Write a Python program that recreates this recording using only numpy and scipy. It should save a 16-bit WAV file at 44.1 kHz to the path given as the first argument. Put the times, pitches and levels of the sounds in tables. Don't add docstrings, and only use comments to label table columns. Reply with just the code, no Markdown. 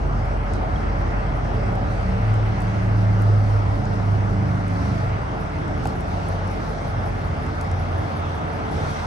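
import sys
import numpy as np
from scipy import signal
from scipy.fft import rfft, irfft, next_fast_len
from scipy.io import wavfile
from scipy.ndimage import uniform_filter1d, map_coordinates

SR = 44100
rng = np.random.default_rng(int(sys.argv[2]) if len(sys.argv) > 2 else 0)


def pcm_store(signal):
    levels = np.round(np.clip(np.atleast_2d(signal), -1, 1) * 32767)
    wavfile.write(sys.argv[1], SR, levels.astype(np.int16).T)


def field_ratio(decibels):
    return 10 ** (np.asarray(decibels, dtype=float) / 20)


N = 399546

# pitch_hz, side_minus_mid_db
WIDTH = [(40, -15.5), (100, -16.5), (200, -11.5), (350, 0.5), (640, -1), (1160, 5), (2090, 1), (3500, -1),
         (6500, -2), (8200, 0.5), (8900, -5), (9700, 7), (10400, 14), (11200, -2)]


def unit(x):
    return x / np.sqrt(np.mean(x ** 2) + 1e-20)


def along(points, hz):
    point_hz, value = np.transpose(points)
    return np.interp(np.log(hz + 1), np.log(point_hz + 1), value)


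def curves(rows):
    s, *cols = np.transpose(rows)
    return [np.interp(np.arange(N) / SR, s, c) for c in cols]


def bell(middle_s, half_s):
    return np.exp(-np.abs((np.arange(N) / SR - middle_s) / max(half_s, .01)) ** 2.9)


def bells(rows):
    return sum(db * bell(middle_s, half_s) for middle_s, half_s, db in rows)


def wobble(knots_hz):
    knots = rng.standard_normal(int(N * 40 / SR) + 4)
    return map_coordinates(knots, [np.arange(N) * knots_hz / SR])


def filtered(x, response):
    m = next_fast_len(N + 8192)
    return irfft(rfft(x, m) * response(np.fft.rfftfreq(m, 1 / SR)), m)[..., :N]


def rush(spectrum, patchy_db):
    z = signal.stft(rng.standard_normal((2, N + 512)), nperseg=512)[2]
    field = uniform_filter1d(rng.standard_normal(z.shape[1:]), size=6, axis=0)
    field = uniform_filter1d(field, size=14, axis=1)
    pair = signal.istft(z * field_ratio(patchy_db * unit(field)), nperseg=512)[1][:, :N]
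    linked = .3
    trio = [pair[0], linked * pair[0], np.sqrt(1 - linked ** 2) * pair[1]]

    def response(hz):
        level_db = along(spectrum, hz) + [[0], [1], [1]] * along(WIDTH, hz)
        return field_ratio(level_db) * [[1], [-1j], [1]]

    mid, late, free = filtered(trio, response)
    return np.array([mid + late + free, mid - late - free]) / np.std(mid)


def order(shaft_hz, drift, multiple=1):
    turns = multiple * np.cumsum(shaft_hz) / SR
    phase = 2 * np.pi * turns + drift * wobble(3) + rng.uniform(0, 2 * np.pi)
    apart = np.arctan(field_ratio(along(WIDTH, multiple * np.mean(shaft_hz))))
    return np.sqrt(2) * np.sin(phase + np.array([[-apart], [apart]])) / np.cos(apart)


def steady(hz, drift, multiple=1):
    return order(np.full(N, hz), drift, multiple)


def traffic():
    # pitch_hz, density_db
    throb_band = [(21, -36), (36, -9), (75, 4.5), (110, -5.5), (140, -18), (240, -120)]
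    # pitch_hz, density_db
    rumble_band = [(56, -35), (95, -2), (392, -13.5), (440, -25.5), (480, -24), (620, -36), (1060, -120)]
    # middle_s, half_s, rise_db
    passes = [
        (1.8, 0.42, 1.5),
        (4.45, 0.66, 2.5),
        (8.8, 0.15, 2),
    ]
    t = np.arange(N) / SR
    throb_db = -28 - 0.68 * t + 0.91 * wobble(3)
    rumble_db = -31.5 - 0.22 * t + bells(passes) + 1.17 * wobble(4)
    throb = field_ratio(throb_db) * rush(throb_band, patchy_db=2.0)
    return throb + field_ratio(rumble_db) * rush(rumble_band, patchy_db=1.23)


def firings(rise_s, decay_s):
    cylinders_db = [0, -14, -22, -18, -7, -20]
    cycle_hz, first_loud_s = 5.434, .06
    times = np.arange(first_loud_s - 1 / cycle_hz, N / SR, 1 / (6 * cycle_hz))
    sizes = field_ratio(np.resize(cylinders_db, len(times)) + 1.5 * rng.standard_normal(len(times)))
    train = np.zeros((2, N))
    keep = times > 0
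    train[:, (times[keep] * SR).astype(int)] = [np.ones(keep.sum()), sizes[keep]]
    t = np.arange(SR // 8) / SR
    puff = (1 - np.exp(-t / rise_s)) * np.exp(-t / decay_s)
    return signal.fftconvolve(train, puff[None], axes=1)[:, :N]


def diesel_and_air():
    # time_s, level_db
    idle = [(0, -35.5), (.9, -33.5), (1.7, -33.5), (2.5, -34.5), (3.2, -34.5), (4.6, -35.5), (5.4, -34),
            (6.5, -35), (7.9, -34), (8.5, -34), (9.06, -32.5)]
    # pitch_hz, density_db
    body_band = [(260, -43.5), (450, 0.5), (486, -6.5), (555, -2), (666, -0.5), (766, -1), (1040, -8),
                 (1350, -7.5), (1600, -12), (2100, -22), (3100, -50), (5300, -120)]
    # pitch_hz, density_db
    block_band = [(1100, -39.5), (1600, -2), (2100, 5), (2400, -1.5), (2700, -1.5), (3000, -5), (3300, -6),
                  (3700, -14.5), (4600, -38), (9000, -120)]
    # middle_s, half_s, rise_db
    surges = [
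        (2.15, 0.2, 1.7),
        (2.6, 0.34, 2.7),
        (4.9, 0.29, 1.8),
        (8.9, 0.13, 1.7),
    ]
    # pitch_hz, density_db
    hiss_band = [(2600, -36), (3700, -5), (4100, -3.5), (5550, -4.5), (6520, -10), (7130, -18.5),
                 (7990, -14.5), (9270, -17), (10100, -32.5), (11000, -18), (11800, -24), (13000, -41),
                 (22000, -120)]
    # middle_s, half_s, rise_db
    scuffs = [
        (.55, 0.025, 4),
        (2.6, 0.9, 1.5),
        (3.7, 0.6, 1),
        (4.88, 0.22, 4.5),
        (5.87, .06, 3),
        (6.2, 0.15, 3),
        (6.7, .2, 2.5),
        (8.93, .22, 6),
    ]
    # time_s, level_db
    puffs = [(0, -76), (3, -74.5), (6, -73), (6.6, -70.5), (9.06, -70)]
    # pitch_hz, density_db
    valve_band = [(6000, -40), (8500, -14), (9400, 0), (10400, -3), (11100, 2), (11900, -10), (13000, -60)]
    body_db = curves(idle)[0]
    beat, ticks = firings(rise_s=.01, decay_s=.02)
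    pulse = unit(1 + .035 * unit(beat - beat.mean()))
    body = field_ratio(body_db) * pulse * rush(body_band, patchy_db=1.18)
    block = field_ratio(body_db - 13.5 + bells(surges)) * pulse * rush(block_band, patchy_db=1.5)
    hiss_db = -56.5 + 0.2 * np.arange(N) / SR + bells(scuffs) + 0.62 * wobble(12)
    hiss = field_ratio(hiss_db) * pulse * rush(hiss_band, patchy_db=1.33)
    valves = field_ratio(curves(puffs)[0]) * unit(unit(ticks) + .35) * rush(valve_band, patchy_db=.5)
    whine = field_ratio(-78 + 3 * wobble(2)) * steady(5503., drift=1.5)
    return body + block + hiss + valves + whine


def generator():
    # middle_s, half_s, change_db
    shadows = [
        (2.76, .06, -9),
        (5, 0.96, -4),
        (7.32, .06, -2),
        (8.35, 0.34, -16),
    ]
    level_db = -24.5 - 1.38 * np.arange(N) / SR + bells(shadows)
    return field_ratio(level_db) * steady(44.97, drift=.1)


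def fan():
    # blade_rate_multiple, rms_db
    blades = [(1, -44), (2, -43), (3, -50.5), (4, -48), (6, -49)]
    # middle_s, half_s, rise_db
    gaps = [
        (4.5, 0.2, 5.5),
        (5.7, .3, 4),
        (8.7, 0.43, 4.5),
    ]
    gap_db = bells(gaps)
    return sum(field_ratio(db + gap_db + 2.64 * wobble(5)) * steady(73.9, drift=0.64, multiple=k)
               for k, db in blades)


def panels():
    panel_hz = (569, 681, 748)
    # time_s, low_db, middle_db, high_db
    levels = [(0, -50.5, -58, -52), (1.4, -48, -61, -52), (2, -51, -57, -45), (2.8, -47, -58, -56),
              (4, -52.5, -60, -58), (5.3, -53, -52, -63), (7.3, -55, -50.5, -56), (9.06, -54, -49, -48)]
    return sum(field_ratio(db + 3.4 * wobble(7.2)) * steady(hz, drift=4.85)
               for hz, db in zip(panel_hz, curves(levels)))


def passer():
    # time_s, crank_hz, left_minus_right_db
    crank = [(0, 28.37, -2), (2, 27.18, 2.5), (4.1, 25.29, -1), (5, 24.7, 1), (5.9, 23.58, 2),
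             (7.6, 22.62, 1), (9.06, 21.25, -1.5)]
    # time_s, rms_db
    firing = [(0, -33), (.9, -34.5), (2.1, -27), (2.33, -19), (2.65, -25.5), (2.87, -19.5), (3.3, -16),
              (3.7, -19.5), (3.78, -25.5), (4.02, -24), (4.14, -19), (4.5, -24.5), (5.14, -24.5),
              (5.26, -38.5), (9.06, -34)]
    # middle_s, half_s, change_db
    echoes = [
        (5.72, 0.15, 7),
        (5.98, 0.087, -13),
        (6.3, 0.24, 10),
        (7.08, 0.24, 7),
        (7.82, 0.25, 11),
        (8.25, 0.24, 4.5),
        (8.8, 0.1, 6.5),
    ]
    # crank_multiple, quiet_rms_db
    side_orders = [(5, -41.5), (7, -44.5), (8, -47), (11, -51)]
    # side_order_index, middle_s, half_s, top_rms_db
    swells = [(0, 3.83, 0.033, -24), (0, 4.42, 0.18, -27), (0, 5.0, 0.11, -27.5), (1, 1.1, .15, -41.5),
              (1, 1.73, 0.11, -37.5), (1, 2.11, 0.082, -30.5), (1, 2.9, 0.47, -33), (1, 4.0, .12, -34),
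              (1, 4.67, 0.45, -32.5), (2, 3.85, 0.11, -34), (2, 4.42, .15, -32), (2, 4.9, 0.11, -32.5),
              (2, 5.9, .4, -40.5), (3, 3.75, 0.066, -36), (3, 4.75, 0.18, -42)]
    crank_hz, pan_db = curves(crank)
    crank_hz = uniform_filter1d(crank_hz, size=SR // 2)
    firing_db = curves(firing)[0] + bells(echoes) + 1.2 * wobble(11)
    out = field_ratio(firing_db) * order(crank_hz, drift=.2, multiple=4)
    for index, (multiple, quiet_db) in enumerate(side_orders):
        gain = field_ratio(quiet_db + 3.33 * wobble(7))
        for which, middle_s, half_s, top_db in swells:
            if which == index:
                gain = gain + field_ratio(top_db - 1.5) * bell(middle_s, half_s)
        out = out + gain * field_ratio(1.8 * wobble(13)) * order(crank_hz, drift=.6, multiple=multiple)
    return out * field_ratio(pan_db * np.array([[.5], [-.5]]))


def steps():
    # start_s, peak_db, centre_hz, left_minus_right_db, width_octaves
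    grit = [(.536, -36, 6500, -2, 0.65), (0.7574, -46, 3280, -5, 0.054), (1.7533, -44, 7002, 3, 0.7),
            (2.3406, -43, 7500, 4, 0.606), (2.604, -38.5, 7740, -2, 0.44), (2.619, -42.5, 9460, -3, .5),
            (3.22, -39, 9750, 4, 0.72), (3.8543, -39, 5750, 2, 0.45), (4.03, -39, 3320, 2, .3),
            (4.681, -46, 8320, 2, 0.35), (5.68, -44.5, 7360, 3, 0.72), (5.837, -50, 9000, 4, .5),
            (5.8546, -29, 3970, -1, 1.8), (5.872, -29, 6960, 2.5, 2.7), (6.0072, -39.5, 10500, 4, 0.73),
            (6.2861, -39.5, 11050, 3, 0.45), (6.4747, -45.5, 8914, 1, 0.27), (7.4644, -48, 7001, 4, 0.47),
            (7.6115, -33, 7000, 3, 1.1), (7.7143, -38.5, 6000, 1, 0.69)]
    # start_s, level_db, pitch_hz, t60_s
    knock = [
        (5.8546, -18, 780, .012),
        (5.855, -28, 1500, .007),
        (5.855, -36, 2600, .005),
    ]
    out, t = np.zeros((2, N + SR)), np.arange(SR // 16) / SR
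    hz = np.fft.rfftfreq(len(t), 1 / SR)
    for start_s, db, centre_hz, pan_db, octaves in grit:
        away = np.log2((hz + 1) / centre_hz) / max(octaves, .05)
        band = field_ratio(-9 * away ** 2 - 8 * np.clip(hz / 1000 - 11.8, 0, 9))
        common, left, right = irfft(rfft(rng.standard_normal((3, len(t)))) * band, len(t))
        decay = field_ratio(-60 * t / (0.0044 + 0.0012 / octaves)) + .02 * field_ratio(-60 * t / 0.11)
        shape = (1 - np.exp(-t / 0.0012)) * decay
        snap = unit(common + .6 * np.array([left, right])) * shape
        gain = field_ratio(db + 9 + np.array([[pan_db], [-pan_db]]) / 2)
        out[:, round(start_s * SR):][:, :len(t)] += gain * snap
    for start_s, db, pitch_hz, t60_s in knock:
        swell = field_ratio(-60 * t / t60_s) * (1 - np.exp(-t / .005)) ** 2
        tap = swell / swell.max() * np.sin(2 * np.pi * pitch_hz * t)
        out[:, round(start_s * SR):][:, :len(t)] += field_ratio(db) * tap
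    return out[:, :N]


def belt():
    # time_s, level_db
    near = [(0, -82), (7, -60.5), (7.4, -62), (8.3, -55.5), (8.6, -62), (8.8, -53), (9.06, -56)]
    # pitch_hz, density_db
    band = [(2400, -60), (3000, -10), (3300, 0), (3800, -4), (4800, -60)]
    return field_ratio(curves(near)[0]) * rush(band, patchy_db=.6)


def scene():
    return traffic() + diesel_and_air() + generator() + fan() + panels() + passer() + steps() + belt()


def gate_treble(x):
    # pitch_hz, mid_margin_db, side_margin_db
    margins = [(6850, -12, -14), (7050, -1, -3), (7300, -10, -6), (8300, -7, -10), (8800, -8, -5),
               (9400, -12, -6), (9660, -13, -12), (9800, 12.5, -12), (10070, 16, -12), (10650, -1.5, -10),
               (11700, 0.5, 4.5), (11560, -3, 2), (11750, 16.5, 9.5)]
    hz, _, z = signal.stft([x[0] + x[1], x[0] - x[1]], SR, nperseg=1024)
    power = uniform_filter1d(np.abs(z) ** 2, size=12, axis=1)
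    power = np.abs(uniform_filter1d(power, size=3, axis=2))
    edge_hz, mid_db, side_db = np.transpose(margins)
    margin_db = np.array([np.interp(hz, edge_hz, db, left=-99) for db in (mid_db, side_db)])
    kept = power > np.median(power, axis=2, keepdims=True) * field_ratio(2 * margin_db)[..., None]
    mid, side = signal.istft(z * kept, SR, nperseg=1024)[1][:, :N]
    return np.array([mid + side, mid - side]) / 2


def roll_off(x):
    return signal.sosfilt(signal.butter(12, 12930, fs=SR, output="sos"), x)


def record(dry):
    # pitch_hz, left_minus_right_db
    lean = [(40, 0.1), (200, -3), (400, -0.4), (800, 1.5), (1500, 0.5), (3000, -2.4), (6000, 4),
            (10000, -0.5)]
    leaned = filtered(dry, lambda hz: field_ratio(along(lean, hz) * np.array([[.5], [-.5]])))
    mix = gate_treble(leaned)
    return roll_off(mix)


dry = scene()
out = record(dry)
pcm_store(out)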